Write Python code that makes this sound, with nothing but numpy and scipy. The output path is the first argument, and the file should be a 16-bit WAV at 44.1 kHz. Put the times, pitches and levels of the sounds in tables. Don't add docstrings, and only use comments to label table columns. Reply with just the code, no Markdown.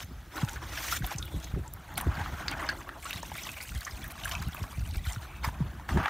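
import sys
import numpy as np
from scipy import signal
from scipy.fft import rfft, irfft
from scipy.io import wavfile
from scipy.ndimage import uniform_filter1d

SR = 44100
rng = np.random.default_rng(int(sys.argv[2]) if len(sys.argv) > 2 else 0)


def invert_db(level):
    return 10 ** (np.asarray(level, dtype=float) / 20)


def put_to_file(sound):
    columns = np.atleast_2d(sound).T
    safe = np.clip(columns, -1, 1)
    whole_steps = np.round(safe * 32767)
    wavfile.write(sys.argv[1], SR, whole_steps.astype(np.int16))


N = 268833

# peak in seconds, slosh in dB, rise in seconds, fall in seconds, brightness in dB.
STIRS = [(.03, -40, 0.17, 0.013, -1), (.365, -38.5, 0.044, 0.17, -3.5), (.5, -49, 0.084, 0.18, 2),
         (.6, -54.5, .1, 0.23, -8), (.76, -42, 0.51, 0.36, -7), (.84, -37.5, 0.21, 0.12, 1),
         (.93, -50.5, 0.2, 0.065, 16.5), (.972, -40.5, 0.29, 0.0099, 5.5), (1.03, -44.5, 0.028, 0.26, 1),
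         (1.13, -40.5, 0.13, 0.05, -1.5), (1.45, -52.5, 1, .3, 0.5), (1.55, -47, 0.12, 0.27, -7),
         (1.9, -60, 0.97, 0.25, 0), (1.979, -30.5, 0.007, 0.019, -2), (5.445, -30.5, 0.014, 0.062, -6.5),
         (5.55, -45.5, 0.3, 0.96, -11.5), (5.89, -39, 0.011, 0.25, -7.5), (5.99, -32.5, 0.044, 0.33, -16),
         (6.065, -28.5, 0.15, 0.15, -26)]
# peak in seconds, slosh in dB, rise in seconds, fall in seconds, brightness in dB.
POURS = [(2.1, -42.5, 0.45, 0.19, -8), (2.2, -34.5, 0.29, 0.067, -12), (2.4, -38, 0.5, 0.22, -9),
         (2.53, -39, 0.59, 0.75, -9.5), (2.725, -35, 0.31, 0.019, -11.5), (2.84, -42.5, 0.2, 0.12, -7),
         (3.06, -46.5, 0.13, 0.73, 1.5), (3.28, -51.5, 0.41, 0.3, 4.5), (3.4, -48, 0.28, 0.96, 3.5),
         (3.496, -51, 0.21, 0.76, 5.5), (3.62, -58.5, 0.36, 0.28, 12.5), (3.83, -53, 0.7, 0.25, 5.5),
         (3.95, -49, 0.63, 0.84, 0), (4.1, -45.5, 0.72, 0.18, -2.5), (4.279, -41.5, 0.3, 0.61, -3),
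         (4.45, -54, .3, 1, -5), (4.6, -50.5, 0.96, 0.5, 1), (4.8, -50, 1, 1, 1),
         (5.1, -47, 0.11, 0.12, 2.5), (5.3, -46.5, 0.37, 0.24, -14)]
# time in seconds, broken share 0 to 1, hum in dB.
FLOW = [(0, 0.35, -83), (.32, 0, -63), (.36, 0.84, -45), (.5, 0.4, -58.5), (.97, 0.07, -55),
        (1.0, 0.62, -56), (2.1, 0.63, -70), (2.3, 0.3, -57), (2.75, 0.98, -50), (3.0, 0.71, -59.5),
        (5.1, 0.84, -88), (5.25, 0.6, -60), (6.0, 0.45, -76)]
# frequency in Hz, density in dB per Hz.
SLOSH_COLOUR = [(250, -17), (520, -7), (880, -1.5), (1200, -0.5), (1600, 1), (2000, -6.5), (2600, -12),
                (3500, -11)]
# frequency in Hz, density in dB per Hz.
SPLASH_COLOUR = [(1800, 1.5), (2600, 0), (3800, 0), (4800, -3), (6300, -2), (7500, -10), (9000, -69)]
# frequency in Hz, density in dB per Hz.
SPRAY_COLOUR = [(5500, -4), (7200, -9), (9300, -6), (10500, -12.5), (12000, -5.5), (15500, -6),
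                (15900, -30)]
# frequency in Hz, density in dB per Hz.
HUM_COLOUR = [(180, -50), (260, -2.5), (320, 2.5), (430, -10.5), (600, -5.5)]
# start in seconds, length in seconds, level in dB, pitch in Hz.
POCKETS = [(0.337, 0.26, -48, 860), (1.186, 0.096, -51, 1364), (1.247, .05, -52.5, 3140),
           (1.313, 0.085, -53.5, 3630), (1.397, 0.13, -55, 3520), (1.359, .05, -54, 610),
           (1.639, 0.054, -50, 920), (1.879, 0.057, -53, 607), (2.3, .1, -46, 1430), (2.455, .12, -46, 296),
           (2.699, 0.042, -44.5, 1830), (2.51, .03, -42.5, 2990), (2.514, .03, -37, 2280),
           (2.252, 0.022, -44, 3120), (2.586, 0.033, -50, 1850), (3.589, 0.1, -55, 2350),
           (3.854, 0.052, -52, 1550), (4.199, 0.082, -54, 706), (4.31, 0.062, -41.5, 1127),
           (5.242, 0.2, -54, 2470), (5.458, 0.028, -43, 1780)]
# start in seconds, peak in dB, pitch in Hz.
PLOPS = [(.354, -35, 1310), (.414, -28, 1330), (.475, -30.5, 1380), (.557, -31, 1535), (.773, -30, 1530),
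         (.881, -25, 1880), (.923, -21, 1297), (1.04, -28.5, 688), (1.07, -30, 1310), (1.112, -30, 794),
         (1.385, -41, 1020), (2.008, -27, 1020), (2.21, -24.5, 850), (2.168, -29, 1540), (2.592, -27, 1730),
         (2.689, -21, 1570), (3.024, -39, 2180), (3.053, -26.5, 1200), (3.379, -31, 2210),
         (3.463, -31, 1064), (3.565, -33.5, 2260), (3.601, -31.5, 2070), (3.865, -26.5, 1205),
         (4.04, -32.5, 1765), (5.06, -33, 1330), (5.441, -20.5, 990), (5.943, -39, 500), (5.972, -22, 865),
         (6.04, -35, 1790)]
# start in seconds, peak in dB, pitch in Hz.
TRICKLES = [(0.366, -24, 1430), (0.4504, -39, 1560), (0.4853, -28, 1390), (0.734, -27, 1310),
            (1.02, -28, 1634), (1.0947, -28, 1290), (1.1937, -34, 990), (1.517, -38, 930),
            (2.0017, -30, 970), (2.0647, -24, 1280), (2.1161, -32, 1420), (2.4247, -26.5, 1030),
            (2.528, -28, 1110), (2.806, -29, 1080), (3.1587, -36, 1060), (3.2984, -31, 1050),
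            (3.4643, -42, 1110), (3.5379, -32, 2720), (3.6074, -40, 2350), (3.6476, -35, 1680),
            (3.717, -30, 1430), (3.8744, -22, 1690), (3.9716, -28.5, 2240), (4.0991, -31, 2010),
            (4.1127, -31, 1210), (4.1514, -32, 1270), (4.2113, -32, 2120), (4.2544, -24, 1540),
            (4.269, -26, 1220), (4.2897, -27, 1550), (4.423, -32, 1600), (4.5286, -29, 3260),
            (4.566, -27.5, 2430), (4.7471, -37, 2190), (4.7935, -34, 2600), (4.956, -35, 1380),
            (5.0604, -41, 1177), (5.1013, -29, 1230)]
# start in seconds, peak in dB, pitch in Hz.
KNOCKS = [(.379, -23.5, 1390), (1.547, -34, 1240), (1.979, -20, 1210), (2.236, -43, 850), (2.26, -23, 1220),
          (2.481, -20.5, 1760), (2.647, -24, 844), (2.751, -31.5, 825), (2.8905, -21, 1280),
          (3.1076, -20, 2640), (3.1302, -22.5, 3670), (3.231, -23, 870), (3.317, -24.5, 820),
          (3.353, -25.5, 1300), (3.49, -23, 2540), (3.817, -30, 1620), (4.178, -31, 1580),
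          (4.313, -20, 2910), (4.351, -21.5, 2470), (4.414, -47, 1510), (4.547, -26, 1145),
          (4.639, -26.5, 1070), (4.728, -32, 1110), (5.161, -26, 1330), (5.487, -20, 890),
          (5.624, -29.5, 920), (5.797, -31, 920), (5.89, -19, 940), (6.058, -15.5, 820),
          (6.081, -19.5, 1310)]
# start in seconds, peak in dB, pitch in Hz.
RATTLES = [(5.4347, -33, 1490), (5.4861, -41, 1640), (5.542, -38, 2430), (5.8892, -21.5, 1600),
           (5.9071, -32, 1750), (5.958, -34, 1750), (5.9712, -26, 1680), (5.983, -26, 1680),
           (6.0373, -33, 1480), (6.047, -30, 1770), (6.0573, -17.5, 1750), (6.079, -23, 1820)]
# frequency in Hz, width in Hz, level in dB.
BUCKET_MODES = [(800, 220, -0.5), (1660, 336, 10.5), (3130, 100, -34)]
# start in seconds, peak in dB, pitch in Hz.
DROPS = [(.3765, -30, 3930), (.4846, -32, 3420), (.705, -43, 5000), (.7734, -20.5, 2820),
         (1.044, -23, 3400), (1.2254, -23, 3560), (1.956, -35, 4160), (2.4811, -15, 4530),
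         (2.514, -24.5, 2960), (2.6888, -18, 4400), (3.1298, -35, 3750), (3.1595, -31, 3700),
         (3.4335, -23.5, 5750), (3.611, -26.5, 4480), (3.691, -30, 2630), (3.7774, -33, 4010),
         (3.8088, -29.5, 4330), (3.9093, -30, 5020), (4.235, -22.5, 3000), (4.6314, -32.5, 4670),
         (4.9095, -30.5, 3950), (4.9572, -32.5, 4860), (5.0689, -31, 4025), (5.447, -29, 4800),
         (6.058, -35, 3080)]
# start in seconds, peak in dB, pitch in Hz.
TICKS = [(.8809, -31, 6460), (1.0645, -25, 12700), (1.1085, -30, 5740), (1.1832, -19.5, 6130),
         (1.2535, -31, 13600), (1.4421, -31, 6300), (1.6771, -34, 7250), (1.737, -41, 14400),
         (1.9764, -19.5, 9800), (2.0118, -27, 9140), (3.044, -31, 7580), (3.105, -30, 14000),
         (3.2281, -29.5, 6320), (3.683, -31, 6810), (3.849, -23, 6130), (4.0413, -35, 11550),
         (4.0786, -29, 14730), (4.1066, -33, 11600), (4.252, -26, 11000), (4.32, -34, 6270),
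         (4.351, -31, 5850), (4.419, -35, 12600), (4.4817, -38, 12100), (4.545, -29, 13500),
         (4.792, -35, 5600), (5.1, -34, 7260), (5.1221, -26.5, 7050)]
# start in seconds, peak in dB, pitch in Hz.
SPECKS = [(0.045, -37, 11800), (0.3616, -36, 6700), (0.4483, -31, 6170), (0.4856, -30, 10200),
          (0.4934, -26, 5950), (0.5184, -39, 5900), (0.532, -28, 6240), (0.9886, -34, 6220),
          (1.1603, -31, 5920), (1.4002, -34, 7670), (1.9405, -36, 13000), (2.5126, -25.5, 8230),
          (2.6645, -33, 5520), (3.025, -33.5, 7600), (3.1345, -31, 11800), (3.1587, -34, 9490),
          (3.3404, -32, 7900), (3.3767, -27.5, 9050), (3.4201, -36, 5500), (3.5164, -29, 8320),
          (3.6262, -33, 12600), (3.6566, -39, 9310), (3.7493, -32, 6950), (3.776, -30, 14400),
          (3.7883, -37, 11600), (3.8072, -29, 14200), (3.8307, -35, 7220), (4.115, -32, 13240),
          (4.2467, -25, 5930), (4.294, -24.5, 11900), (4.3191, -25, 6340), (4.4244, -30, 6300),
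          (4.6294, -35, 5940), (4.8746, -34, 8260), (4.9696, -29.5, 11640), (5.0689, -35, 6100),
          (5.1316, -27, 5540)]
# start in seconds, peak in dB, pitch in Hz.
GLINTS = [
    (1.7366, -24, 13600),
    (1.9746, -23, 14000),
    (2.012, -26, 13800),
    (4.0404, -32, 14000),
]
# centre in seconds, peak in dB.
SNAPS = [(.0048, -25.5), (.489, -26), (.7345, -36), (.7741, -25), (1.1132, -31), (1.1956, -37),
         (1.9792, -20.5), (2.0029, -22.5), (2.0119, -26), (2.4822, -21), (2.499, -35), (2.5098, -27),
         (2.6894, -22), (2.7027, -27), (2.8915, -37.5), (3.0571, -27), (3.1303, -19), (3.2999, -35),
         (4.2384, -30), (4.3205, -28), (6.0594, -20), (6.0824, -22)]
# centre in seconds, peak in dB.
CRACKS = [(1.0727, -29), (1.2254, -31), (1.737, -31), (1.9792, -17), (2.0015, -38), (2.012, -20.5),
          (3.1081, -26), (3.2514, -41), (3.3643, -31), (3.3698, -31), (3.5212, -35), (3.6288, -34),
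          (3.8084, -31), (3.8228, -35.5), (3.8587, -33), (4.0416, -30), (4.122, -27.5), (4.2622, -31),
          (4.4856, -31), (4.732, -36)]
# peak in seconds, rumble in dB, rise in seconds, fall in seconds, buffeting sharpness in dB.
GUSTS = [(.03, -46, 0.066, .9, -2), (.44, -39, 0.13, 0.82, -17), (1.04, -36.5, 0.29, 0.046, -5),
         (1.21, -35, 0.071, 0.087, -13), (1.36, -31.5, 0.042, 0.054, -3), (1.59, -26.5, 0.096, 0.042, -11),
         (1.72, -44, 0.34, 0.23, -10), (2.07, -36.5, 0.24, 1, -1.5), (2.32, -45, 0.18, .77, -11),
         (3.15, -45, 0.027, 0.95, -0.5), (3.75, -32.5, 0.068, 0.06, -15), (4.07, -42, 0.32, 0.067, 1),
         (4.49, -32.5, 0.31, 0.013, -7.5), (4.65, -35.5, 0.12, 0.028, -3), (4.78, -33.5, 0.069, .55, -11.5),
         (5.09, -43.5, .2, .12, -7), (5.49, -37, 0.14, .1, -14), (5.65, -34, 0.4, 0.22, -8.5),
         (5.97, -25, 0.078, 0.055, 5)]
# start in seconds, peak in dB, swing rate in Hz, number of swings.
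PUSHES = [(0.037, -35, 74.4, 4.4), (0.431, -14.5, 126, 3.9), (1.005, -23, 118, 6.7), (1.038, -21, 62, 2.7),
          (1.15, -27.5, 117, 5.5), (1.34, -30, 300, 4.9), (1.346, -24, 71.4, 1.1),
          (1.539, -18.5, 77.4, 1.1), (1.562, -29.5, 214, 5.6), (2.063, -15.5, 83.5, 4.3),
          (2.068, -23, 291, 6.1), (2.087, -19, 83.4, 3.1), (2.176, -27.5, 130, 3.2),
          (2.208, -22.5, 79, 3.6), (2.333, -35, 70.4, 4.3), (3.157, -28.5, 88.5, 2.2),
          (3.758, -25, 61, 3.7), (4.032, -34, 61.9, 2), (3.926, -29.5, 58.6, 4.1), (4.61, -36.5, 278, 6.3),
          (4.468, -22.5, 90.5, 3.1), (4.616, -24.5, 92, 3.1), (4.781, -23, 89, 3.5),
          (4.967, -18.5, 61, 2.5), (5.07, -21, 67, 3.8), (5.167, -27, 104, 4.5), (5.476, -17, 75.5, 1.3),
          (5.603, -18.5, 133, 9.1), (5.92, -15.5, 71.4, 1.6), (5.964, -17.5, 132.4, 5.1)]
# frequency in Hz, density in dB per Hz.
RUMBLE_COLOUR = [(20, -44), (40, -8.5), (65, -0.5), (110, -11), (160, -17), (300, -34)]
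# frequency in Hz, density in dB per Hz.
BUFFET_COLOUR = [(60, -27), (120, 2), (200, -2), (330, -7.5), (480, -19.5), (800, -24)]
# frequency in Hz, density in dB per Hz.
NIGHT_COLOUR = [(150, -23), (250, -25), (443, -11.5), (1210, -12), (3030, -20), (3730, -17), (4830, -27),
                (15700, -24)]

SWELL_DB = 15


def evened(x):
    return x / np.sqrt(np.mean(x ** 2) + 1e-20)


def curve(rows, axis):
    rows = np.array(rows)
    return np.interp(np.arange(N) / SR, rows[:, 0], rows[:, axis])


def coloured(x, points):
    f, db = np.transpose(points)
    hz = np.fft.rfftfreq(N, 1 / SR) + 1
    gain_db = np.interp(np.log(hz), np.log(f), db, -70, -70)
    return evened(irfft(rfft(x) * invert_db(gain_db), N))


def lumps(per_s, depth_db):
    width = max(int(SR / per_s), 2)
    wander = uniform_filter1d(rng.standard_normal(N), width)
    wander = uniform_filter1d(wander, width)
    return invert_db(depth_db * evened(wander))


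def swells(rows, still_db, share=0, offset_db=0, haste=1):
    t, out = np.arange(N) / SR, np.full(N, float(still_db))
    for s, db, rise, fall, colour_db in rows:
        away = np.maximum(haste * (s - t) / max(rise, .004), (t - s) / max(fall, .004))
        out = np.maximum(out, db + share * colour_db + offset_db - SWELL_DB * away)
    return out


def resonate(x, hz, width):
    hz, width = np.clip([hz, width], 30, .35 * SR)
    return signal.lfilter(*signal.iirpeak(hz, hz / width, SR), x)


def focused(burst, hz, sharp):
    once = resonate(burst, hz, hz / sharp)
    return evened(resonate(once, hz, hz / sharp))


def add(mix, s, sound):
    part = mix[max(round(s * SR), 0):][:len(sound)]
    part += sound[:len(part)]


def water():
    broken = np.clip(curve(FLOW, axis=1), 0, .92)
    surge = lumps(59, 2.3) ** np.sqrt(broken + 0.073)
    out = invert_db(curve(FLOW, axis=2)) * coloured(rng.standard_normal(N), HUM_COLOUR) * surge
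    moves = STIRS + POURS
    slosh_db = swells(moves, still_db=-57)
    splash_db = swells(moves, still_db=-61.5, share=1)
    stir_spray_db = swells(STIRS, still_db=-70, share=1.206, offset_db=-4, haste=1.18)
    pour_spray_db = swells(POURS, still_db=-70, share=1.206, offset_db=-4.5)
    spray_db = np.maximum(stir_spray_db, pour_spray_db)

    spatter = bubbles(7000, 16000, 700, 1.8, 2.6)
    slosh = bubbles(600, 2600, 700, 6.0, 3.2)
    splash = bubbles(1900, 7500, 620, 10.0, 3.8) + .3 * spatter
    spray = .6 * bubbles(7000, 15500, 400, 14.0, 4.0) + spatter
    layers = [(SLOSH_COLOUR, slosh_db, slosh),
              (SPLASH_COLOUR, splash_db, splash),
              (SPRAY_COLOUR, spray_db, spray)]
    for points, level_db, grains in layers:
        mix = np.sqrt(broken) * evened(coloured(grains, points))
        mix = mix + np.sqrt(1 - broken) * coloured(rng.standard_normal(N), points)
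        out += invert_db(level_db - 2.5) * evened(mix * surge * lumps(145, 1.0))
    return out


def bubbles(lo_hz, hi_hz, per_s, cycles, spread_db, count=24):
    out = np.zeros(N)
    born = rng.random(N) < per_s * lumps(30, 4.0) / SR
    size = invert_db(spread_db * np.minimum(rng.exponential(1, N), 3.2)) * born
    kind = rng.integers(0, count, N)
    for k, hz in enumerate(np.geomspace(lo_hz, hi_hz, count)):
        u = np.arange(int(4 * cycles * SR / hz) + 8) * hz / SR
        grain = np.sin(2 * np.pi * u * (1 + .002 * u)) * np.exp(-u / cycles) * (1 - np.exp(-u / 1.3))
        out += signal.oaconvolve(size * (kind == k), grain)[:N]
    return evened(out)


def patchy(x, depth_db):
    z = signal.stft(x, SR, nperseg=256)[2]
    field = uniform_filter1d(rng.standard_normal(z.T.shape), size=6, axis=0)
    field = evened(uniform_filter1d(field, size=4, axis=1)).T
    gain = invert_db(depth_db * field - depth_db ** 2 * np.log(10) / 20)
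    return signal.istft(z * gain, SR, nperseg=256)[1][:N]


def air_pockets(sharp, rise):
    out = np.zeros(N)
    bursts = rng.standard_normal((len(POCKETS), SR // 2))
    for (s, length, db, hz), burst in zip(POCKETS, bursts):
        u = np.linspace(0, 1, int(np.clip(length, .01, .45) * SR))
        low = focused(burst, hz / rise, sharp)[-len(u):]
        high = focused(burst, hz * rise, sharp)[-len(u):]
        add(out, s, invert_db(db) * np.sin(np.pi * u ** 0.76) * (np.sqrt(1 - u) * low + np.sqrt(u) * high))
    return out


def strikes(rows, ms, sharp, tonal, glide, wide_db, body_db, rise_s):
    out = np.zeros(N)
    t = np.arange(2600) / SR
    noise = rng.standard_normal((len(rows), len(t)))
    shape = np.exp(-2300 * t / max(ms, .7)) * (1 - np.exp(-t / rise_s)) ** 2
    for (s, db, hz), burst in zip(rows, noise):
        ring = np.sin(2 * np.pi * hz * t * (1 + glide * t)) * tonal
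        near = focused(burst, hz, sharp) * (1 - tonal) * 0.76
        wide = invert_db(wide_db) * resonate(burst, 0.65 * hz, 0.58 * hz) * shape
        body = sum(invert_db(d + body_db) * resonate(burst * shape, f, w) for f, w, d in BUCKET_MODES)
        add(out, s, invert_db(db) * ((ring + near + wide) * shape + body))
    return out


def echoed_hits():
    hits = strikes(PLOPS, ms=22, sharp=3.6, tonal=0.5, glide=5, wide_db=-5, body_db=-5, rise_s=0.0014)
    hits += strikes(KNOCKS, ms=6.94, sharp=1.6, tonal=0.62, glide=5.7,
                    wide_db=-37.5, body_db=-9.0, rise_s=0.00034)
    hits += strikes(DROPS, ms=6.5, sharp=2.6, tonal=0.45, glide=3, wide_db=-12, body_db=-26, rise_s=0.0006)
    hits += strikes(TICKS, ms=7, sharp=2.2, tonal=0.42, glide=2.35, wide_db=-13, body_db=-30, rise_s=0.0006)
    t = np.arange(3000) / SR
    echo = rng.standard_normal(len(t)) * invert_db(-60 * t / 0.14) * (t > .003)
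    echo = resonate(echo, 2100, 3300)
    echo = echo / np.linalg.norm(echo)
    return hits + invert_db(-14.5) * signal.oaconvolve(hits, echo)[:N]


def close_hits():
    out = strikes(TRICKLES, ms=9.7, sharp=3.5, tonal=0.34, glide=6.26, wide_db=-11, body_db=-6, rise_s=0.0019)
    out += strikes(RATTLES, ms=8.3, sharp=1.1, tonal=0.69, glide=2.3, wide_db=-16, body_db=-28, rise_s=0.00034)
    out += strikes(SPECKS, ms=3.4, sharp=1.0, tonal=0.28, glide=1.8, wide_db=-7.5, body_db=-34, rise_s=0.00032)
    return out


def glints():
    return strikes(GLINTS, ms=3.5, sharp=3.6, tonal=0.35, glide=1.5, wide_db=-15, body_db=-36, rise_s=0.0003)


def snaps(rows, hz, ms):
    out, t = np.zeros(N), (np.arange(200) - 100) / SR
    for (s, db), (pitch, phase) in zip(rows, rng.random((len(rows), 2))):
        swing = np.cos(2 * np.pi * (hz * (1 + .4 * pitch) * t + phase))
        add(out, s + t[0], invert_db(db) * swing * np.exp(-(t * 1000 / ms) ** 2))
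    return out


def wind():
    low = evened(coloured(rng.standard_normal(N), RUMBLE_COLOUR) * lumps(23, 1.6))
    high = evened(coloured(rng.standard_normal(N), BUFFET_COLOUR) * lumps(51, 4.0))
    rumble_db = swells(GUSTS, still_db=-62)
    buffet_db = swells(GUSTS, still_db=-58, share=0.88, offset_db=-5.0)
    out = invert_db(rumble_db) * low + invert_db(buffet_db) * high
    for s, db, hz, swings in PUSHES:
        u = np.linspace(0, 1, int(max(swings, .6) * SR / hz))
        push = np.sin(2 * np.pi * swings * u ** 0.704) * np.sin(np.pi * u ** 0.41) ** 2
        add(out, s, invert_db(db - 4.0) * push)
    return out


def night():
    return invert_db(-60.5) * coloured(rng.standard_normal(N), NIGHT_COLOUR)


def scene():
    mono = patchy(water(), 2.5) + air_pockets(sharp=10.7, rise=1.043)
    mono = mono + echoed_hits() + close_hits()
    mono = mono + wind() + patchy(night(), 2.2)
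    mono = signal.oaconvolve(mono, signal.firwin(255, 15900, fs=SR), "same")
    mono = mono + glints()
    mono = mono + snaps(SNAPS, hz=2130, ms=0.17) + snaps(CRACKS, hz=9060, ms=0.097)
    return np.array([mono, mono])


def treble_side(mono):
    hz, t, z = signal.stft(mono, SR, nperseg=512)
    power = abs(z) ** 2
    treble_db = 10 * np.log10(uniform_filter1d(power[60:].mean(0), 5) + 1e-20)
    burst = treble_db - uniform_filter1d(treble_db, 60) > 3.2
    active = burst | (t < 1.013) | (t > 5.207)
    chance = rng.random((len(t) // 6 + 1, len(hz) // 12 + 1)).T
    chance = chance.repeat(12, 0).repeat(6, 1)[:len(hz), :len(t)]
    patches = chance < np.clip(hz[:, None] / 14000, 0, .65)
    band = abs(hz[:, None] - 10000) < 5400
    smooth = np.sqrt(abs(uniform_filter1d(power, 12, 0)))
    phase = np.exp(2j * np.pi * rng.random(z.T.shape).T)
    return invert_db(-2.5) * signal.istft(smooth * phase * active * patches * band, SR, nperseg=512)[1][:N]


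def low_pass(x):
    return signal.sosfilt(signal.butter(12, 16810, fs=SR, output="sos"), x)


def record(dry):
    dry = signal.oaconvolve(dry, signal.firwin(255, 16600, fs=SR)[None], "same")
    side = treble_side(dry[0])
    return low_pass(dry + np.array([side, -side]))


dry = scene()
out = record(dry)
put_to_file(out)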